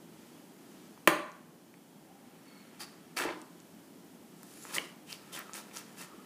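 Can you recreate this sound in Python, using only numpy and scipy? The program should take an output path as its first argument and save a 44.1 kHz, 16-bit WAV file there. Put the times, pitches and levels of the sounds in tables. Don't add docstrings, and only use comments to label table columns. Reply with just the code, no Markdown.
import sys
import numpy as np
from scipy import signal
from scipy.fft import rfft, irfft, next_fast_len
from scipy.io import wavfile

SR = 44100
rng = np.random.default_rng(int(sys.argv[2]) if len(sys.argv) > 2 else 0)


def to_wav(sig):
    pcm = np.clip(np.atleast_2d(sig), -1, 1) * 32767
    pcm = np.round(pcm).astype(np.int16)
    wavfile.write(sys.argv[1], SR, pcm.T)


N = 275625
TIME = np.arange(N) / SR


# (per Hz, shape only)
AIR_COLOUR = [(25, -53.5), (53, -49.5), (78, -20), (122, -14.5), (170, 0), (260, -0.5), (340, -3),
              (480, -11.5), (820, -14), (1100, -19), (2000, -23.5), (3600, -27), (10000, -27.5),
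              (15500, -30)]
AIR_DB = -54.5
# pitch_hz, level_db
FAN_WHINES = [(2972, -79.5), (3268, -80.5)]

# centre_s, length_s, level_db
SLEEVE_SWISHES = [(0.272, 0.52, -65.5), (0.773, .5, -64.5)]
# (per Hz, shape only)
CLOTH_COLOUR = [(100, -16), (300, 7.5), (700, 3), (1500, 3), (3000, -0.5), (6500, -2.5), (10000, -6),
                (16000, -13)]

# start_s, ring_db, pitch_hz, t60_s
LOUD_SNAPS = [(.977, -40, 1000, .006), (1.318, -39, 6500, .0022), (1.741, -40, 2204, 0.0046),
              (3.1706, -20.5, 1905, 0.0033), (3.172, -24.5, 4550, 0.013), (3.179, -20, 2300, .005),
              (3.2006, -21, 1560, 0.015), (3.223, -19.5, 3000, .002), (3.290, -27, 2170, .012),
              (3.417, -33.5, 9000, .0015), (3.602, -41, 7000, 0.0022), (4.432, -29.5, 1384, 0.00096),
              (4.652, -28.5, 1400, 0.003), (4.7525, -21, 9500, .005), (4.7654, -25.5, 2000, .022),
              (4.783, -15, 2890, 0.0094), (4.7834, -17, 2190, 0.0083), (5.128, -21.5, 4870, 0.0022),
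              (5.391, -26.5, 14200, 0.0026), (5.495, -33, 1200, .005), (5.5343, -27, 6800, 0.0032),
              (5.5413, -28, 9350, 0.0037), (5.7135, -38, 2400, 0.0035), (5.7715, -22.5, 6350, 0.0024)]
EDGE_T60_S, EDGE_DB, EDGE_DB_PER_DOUBLING = 0.0027, -3.5, -6

# start_s, rise_s, hiss_db, hiss_fall_s, crunch_db, crunch_hold_s, crunch_fall_s
RIND_RUPTURES = [(1.074, .001, -27.5, 0.029, -28.5, .003, .029),
                 (3.162, 0.0086, -38, .11, -38.5, 0.048, .15)]
CRACKLES_PER_S, CRACKLE_DB = 160, -5
# start_s, length_s, rise_share (part of the length spent rising), crunch_db, hiss_db
SLOW_LEANS = [(1.847, 1.63, 0.42, -64, -70), (3.2, 1.1, 0.088, -74, -72), (4.277, 0.66, 0.37, -65.5, -59.5),
              (4.632, 0.3, 0.26, -53.5, -58), (5.027, 2, 0.092, -63.5, -66)]
# start_s, length_s, rise_share, crunch_db, hiss_db, squeak_hz, squeak_db
QUICK_STROKES = [(2.791, 0.065, 0.25, -48.5, -46.5, 4680, -47), (4.721, 0.072, 0.4, -48, -41.5, 9500, -52),
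                 (5.059, 0.12, 0.33, -60, -52.5, 2980, -52.5), (5.318, 0.079, .15, -56.5, -48, 3320, -50.5),
                 (5.344, 0.1, 0.28, -51, -61, 1730, -50.5), (5.53, 0.094, 0.2, -51.5, -48.5, 5900, -66),
                 (5.726, 0.1, 0.36, -53.5, -49.5, 5750, -58), (5.958, 0.11, 0.44, -53.5, -50, 2750, -64)]
FALL_SHARE = 0.65
FIBRES_PER_S, FIBRE_DB = 45, -39.5
# (per Hz, shape only)
CRUNCH_COLOUR = [(100, -38), (200, -7.5), (330, 0), (600, -2.5), (1000, 0), (1600, -0.5), (2500, -2),
                 (3500, -8.5), (6000, -20.5), (16000, -40)]
HISS_COLOUR = [(300, -34), (1500, -15), (3000, -4.5), (4800, 0), (7000, 0), (10000, 1), (12500, -5.5),
               (16000, -4.5)]

# start_s, ring_db, pitch_hz,
# t60_s, edge_db (relative to the ring)
BITE_SNAPS = [(1.075, 7, 2124, 0.0016, -2), (1.0756, -12, 10050, .0025, 8),
              (1.0782, -7.5, 700, .0068, -14.5)]
# start_s, strength_db, softness_hz (cut-off: lower is softer)
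BLADE_BLOWS = [(1.0751, 1.5, 9000), (3.2003, -28, 3000), (3.2892, -22, 1500), (4.769, -22.5, 900),
               (4.7835, -27.5, 2500)]
# pitch_hz, level_db (relative to the blow), t60_s
MELON_RINGS = [(172, -30.5, 0.16), (325, -19, 0.12), (423, -20, 0.046), (582, -16.5, 0.058),
               (819, -26.5, 0.069), (1021, -15.5, .045), (1213, -16.5, 0.062), (1550, -22, 0.033),
               (1590, -18, 0.041), (1770, -22, 0.025), (2045, -21.5, 0.043), (2280, -27.5, 0.024),
               (2800, -26.5, 0.027), (2986, -25, .04), (3410, -30.5, 0.025), (4460, -32, .02)]
THUD_HZ, THUD_DB, THUD_T60_S = 126, -37, 0.12

# centre_s, length_s, pitch_hz, level_db
SLIT_WHISPERS = [(2.16, 0.59, 780, -67), (3.28, 0.14, 846, -49.5), (4.62, 0.26, 10300, -62.5),
                 (4.657, 0.24, 7320, -60.5), (5.42, 0.47, 1300, -63.5), (6.15, .25, 1260, -64)]

SQUEAL_S, SQUEAL_LENGTH_S = 2.45, 0.36
SQUEAL_HZ, SQUEAL_SAG_HZ_PER_S, SQUEAL_WIDTH_HZ = 2230, 350, 70
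SQUEAL_DB, SQUEAL_OCTAVE_DB = -69.5, -71.5

# start_s, strength_db, softness_hz (cut-off)
MELON_ROCKS = [(3.2055, -5, 1200), (3.2135, -9, 1200), (3.2498, 2, 526), (4.652, -22.5, 900),
               (4.7905, -14, 900), (6.14, -18, 500)]
# pitch_hz, level_db (relative to the rock), t60_s
HALF_RINGS = [(174, -46, 0.11), (303, -30.5, 0.077), (356, -28.5, 0.061), (451, -30, 0.073),
              (622, -31, 0.047), (893, -35, 0.087), (1250, -32, 0.04)]
WOBBLE_S, WOBBLE_DB, WOBBLE_LOSS_DB = 0.0185, -10.5, 1

# pitch_hz, echo_level_db, t60_s
KITCHEN_ECHOES = [(100, -4.5, 0.43), (170, -5.5, 0.62), (320, -5.5, .4), (600, -5.5, .5), (900, -3.5, .53),
                  (1381, -4.5, 0.56), (2500, -9.5, 0.5), (4493, -5, 0.49), (8000, -9.5, 0.41),
                  (15000, -12, .22)]
# pitch_hz, gain_db, t60_s
STANDING_WAVES = [(309.8, 3, 0.56), (354.5, 2.5, 0.31), (399, -0.5, 0.42), (592, -11, .3), (673, -3.5, .4),
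                  (1230, -4, 0.37), (1650, -4, 0.28)]
CUTOFF_HZ = 15300


def from_db(db):
    return 10 ** (np.asarray(db) / 20)


def rms_one(x):
    return x / np.sqrt(np.mean(x ** 2) + 1e-20)


def at_hz(points, hz, axis=1):
    points = np.array(points)
    return np.interp(np.log(np.maximum(hz, 1)), np.log(points[:, 0]), points[:, axis])


def coloured(x, spectrum):
    size = next_fast_len(N)
    gain = from_db(at_hz(spectrum, np.fft.rfftfreq(size, 1 / SR)))
    return rms_one(irfft(rfft(x, size) * gain, size)[:N])


def butter(x, hz, kind, order=2):
    return signal.sosfilt(signal.butter(order, hz, kind, fs=SR, output="sos"), x)


def ring(x, hz, t60):
    decay = from_db(-60 / (t60 * SR))
    turn = 2 * np.pi * hz / SR
    return signal.lfilter([0, np.sin(turn)], [1, -2 * decay * np.cos(turn), decay ** 2], x + 1e-18)


def add(track, s, sound):
    at = round(s * SR)
    track[at:at + len(sound)] += sound[:N - at]


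def click(size=8192):
    return signal.unit_impulse(size) + 1e-18


def bursts(per_s, spread_db):
    sizes = from_db(spread_db * np.minimum(rng.exponential(1, N), 4))
    signs = rng.choice([-1, 1], N)
    return sizes * signs * (rng.random(N) < per_s / SR)


def envelope(start, rise, hold, fall):
    return np.interp(TIME - start, np.cumsum([0, rise, hold, fall]), [0, 1, 1, 0]) ** 1.17


def push(start, length, rise_share):
    rise = length * rise_share
    fall = (length - rise) * FALL_SHARE
    return envelope(start, rise, length - rise - fall, fall)


def swell(centre, length):
    return np.cos(np.pi * np.clip((TIME - centre) / length, -0.5, 0.5))


def flicker(depth_db, rate_hz):
    return from_db(depth_db * rms_one(butter(rng.standard_normal(N), rate_hz, "low")))


def ventilation():
    out = from_db(AIR_DB) * coloured(rng.standard_normal(N), AIR_COLOUR)
    for hz, level_db in FAN_WHINES:
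        out += from_db(level_db) * rms_one(ring(rng.standard_normal(N), hz, t60=0.3))
    return out


def sleeve():
    motion = sum(from_db(level_db) * swell(s, length) for s, length, level_db in SLEEVE_SWISHES)
    return motion * coloured(bursts(per_s=12000, spread_db=2.0), CLOTH_COLOUR)


def snap(ring_db, hz, t60, edge_db, edge_hz=3500, low_hz=170):
    edge = from_db(edge_db) * butter(click(), edge_hz, "high", order=1)
    cycles = butter(ring(click(), hz, t60), hz / 4, "high", order=1)
    return from_db(ring_db) * butter(cycles + edge, low_hz, "high", order=1)


def snaps():
    out = np.zeros(N)
    for s, ring_db, hz, t60 in LOUD_SNAPS:
        doublings = np.log2(t60 / EDGE_T60_S)
        add(out, s, snap(ring_db, hz, t60, EDGE_DB + EDGE_DB_PER_DOUBLING * doublings))
    return out


def cutting(squeak_t60=0.0049, judder_db=1.23, judder_hz=140, fibre_hz=5500, fibre_t60=0.0016):
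    crunch, hiss, squeaks, effort, tearing = np.zeros((5, N))
    friction = bursts(per_s=5000, spread_db=2.5)

    for start, length, rise_share, crunch_db, hiss_db in SLOW_LEANS:
        force = push(start, length, rise_share)
        crunch += from_db(crunch_db) * force
        hiss += from_db(hiss_db) * force
    for start, length, rise_share, crunch_db, hiss_db, squeak_hz, squeak_db in QUICK_STROKES:
        force = push(start, length, rise_share)
        effort += force
        crunch += from_db(crunch_db) * force
        hiss += from_db(hiss_db) * force
        squeaks += from_db(squeak_db) * force * rms_one(ring(friction, squeak_hz, squeak_t60))
    for start, rise, hiss_db, hiss_fall, crunch_db, hold, fall in RIND_RUPTURES:
        tearing += from_db(crunch_db) * envelope(start, rise, hold, fall)
        hiss += from_db(hiss_db) * envelope(start, rise, 0, hiss_fall)

    rind = coloured(bursts(per_s=2500, spread_db=3.0), CRUNCH_COLOUR)
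    juice = coloured(bursts(per_s=9000, spread_db=4.5), HISS_COLOUR)
    coarse = ring(bursts(per_s=CRACKLES_PER_S, spread_db=1.5), hz=1900, t60=0.0018)
    crackle = from_db(CRACKLE_DB) * rms_one(butter(coarse, hz=500, kind="high"))
    breaks = effort * bursts(per_s=FIBRES_PER_S, spread_db=3.0)
    fibres = from_db(FIBRE_DB) * ring(breaks, fibre_hz, fibre_t60)

    crushed = (crunch + tearing) * rind + tearing * crackle + hiss * juice
    bright = butter(squeaks + fibres, hz=600, kind="high")
    return flicker(judder_db, judder_hz) * (crushed + bright)


def bite():
    out = np.zeros(N)
    for s, ring_db, hz, t60, edge_db in BITE_SNAPS:
        add(out, s, snap(ring_db, hz, t60, edge_db))
    return out


def knocks(blows, modes, low_hz):
    force = np.zeros(N)
    for s, level_db, soft_hz in blows:
        add(force, s, from_db(level_db) * butter(click(), soft_hz, "low"))
    body = np.zeros(N)
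    for k, (hz, db, t60) in enumerate(modes):
        sign = (-1) ** k
        body += sign * from_db(db) * ring(force, hz, t60)
    return butter(body, low_hz, "high", order=3)


def thud(low_hz=105):
    out = np.zeros(N)
    for s, level_db, _ in BLADE_BLOWS:
        add(out, s, from_db(level_db + THUD_DB) * ring(click(), THUD_HZ, THUD_T60_S))
    return butter(out, low_hz, "high", order=3)


def whispers(ring_cycles=30):
    friction = bursts(per_s=4000, spread_db=4.0)
    out = np.zeros(N)
    for s, length, hz, level_db in SLIT_WHISPERS:
        tone = rms_one(ring(friction, hz, t60=ring_cycles / hz))
        out += from_db(level_db) * swell(s, length) * tone
    return flicker(depth_db=3, rate_hz=22) * out


def gliding(hz, width_hz):
    real, imaginary = butter(rng.standard_normal((2, N)), width_hz / 2, "low")
    phase = 2 * np.pi * np.cumsum(hz) / SR
    return rms_one(real * np.cos(phase) + imaginary * np.sin(phase))


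def squeal(rise_share=0.078):
    hz = SQUEAL_HZ - SQUEAL_SAG_HZ_PER_S * np.clip(TIME - SQUEAL_S, 0, SQUEAL_LENGTH_S)
    lower = from_db(SQUEAL_DB) * gliding(hz, SQUEAL_WIDTH_HZ)
    upper = from_db(SQUEAL_OCTAVE_DB) * gliding(2 * hz, 2 * SQUEAL_WIDTH_HZ)
    force = push(SQUEAL_S, SQUEAL_LENGTH_S, rise_share)
    return force * flicker(depth_db=4, rate_hz=18) * (lower + upper)


def wobbling(rocks, count=4):
    touches = list(rocks)
    for s, level_db, soft_hz in rocks:
        for k in range(count):
            touch_s = s + WOBBLE_S * (k + 1 + rng.uniform(-0.098, 0.1))
            touches.append((touch_s, level_db + WOBBLE_DB - WOBBLE_LOSS_DB * k, soft_hz))
    return touches


def near_echoes(x, level_db=-11, t60=0.036, top_hz=9000, size=2048):
    t = TIME[:size]
    scatter = rng.standard_normal(size) * (t > 0.001) * from_db(-60 * t / t60)
    scatter = butter(scatter, top_hz, "low", order=1)
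    scatter = rms_one(butter(scatter, hz=1130, kind="high")) / np.sqrt(size)
    return from_db(level_db) * signal.fftconvolve(x, scatter)[:N]


def kitchen(x, build_s=0.009):
    t = TIME[:SR]
    white = rfft(rng.standard_normal(SR))
    hz = np.fft.rfftfreq(SR, 1 / SR)
    edges = 88 * 2 ** (np.arange(31) / 4)
    build_up = 1 - np.exp(-(t / build_s) ** 2)
    echo = np.zeros(SR)
    for low, high in zip(edges, edges[1:]):
        centre = np.sqrt(low * high)
        fading = from_db(-60 * t / at_hz(KITCHEN_ECHOES, centre, axis=2))
        band = irfft(white * (hz >= low) * (hz < high), SR) * fading * build_up
        share = np.sqrt(2 * (high - low)) / SR
        echo += from_db(at_hz(KITCHEN_ECHOES, centre)) * rms_one(band) * share
    return signal.fftconvolve(x, echo)[:N]


def standing_waves(x):
    out = np.zeros(N)
    for hz, gain_db, t60 in STANDING_WAVES:
        unit_gain = 2 * np.log(1000) / (t60 * SR)
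        out += from_db(gain_db) * unit_gain * ring(x, hz, t60)
    return out


def scene(knock_room_db=-3.0, rock_room_db=-4.5, blade_room_db=-1.0, bite_room_db=2.0, snap_room_db=-4.0):
    blade = sleeve() + cutting() + whispers() + squeal()
    struck = knocks(BLADE_BLOWS, MELON_RINGS, low_hz=133.0) + thud()
    rocking = knocks(wobbling(MELON_ROCKS), HALF_RINGS, low_hz=169)
    sources = [(blade, blade_room_db), (snaps(), snap_room_db), (bite(), bite_room_db),
               (struck, knock_room_db), (rocking, rock_room_db)]
    direct = sum(sound for sound, _ in sources)
    spread = sum(from_db(room_db) * sound for sound, room_db in sources)
    room = near_echoes(spread) + kitchen(spread) + standing_waves(spread)
    return (direct + room + ventilation())[None]


def record(dry, limit_db=0.0, recover_db_per_s=1.0):
    over_db = np.maximum(20 * np.log10(np.abs(dry) + 1e-9) - limit_db, 0)
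    recovery_db = recover_db_per_s * TIME
    held_db = np.maximum.accumulate(over_db + recovery_db, axis=-1) - recovery_db
    steep = signal.ellip(14, 0.1, 90, CUTOFF_HZ, fs=SR, output="sos")
    return signal.sosfilt(steep, dry * from_db(-held_db))


dry = scene()
out = record(dry)
to_wav(out)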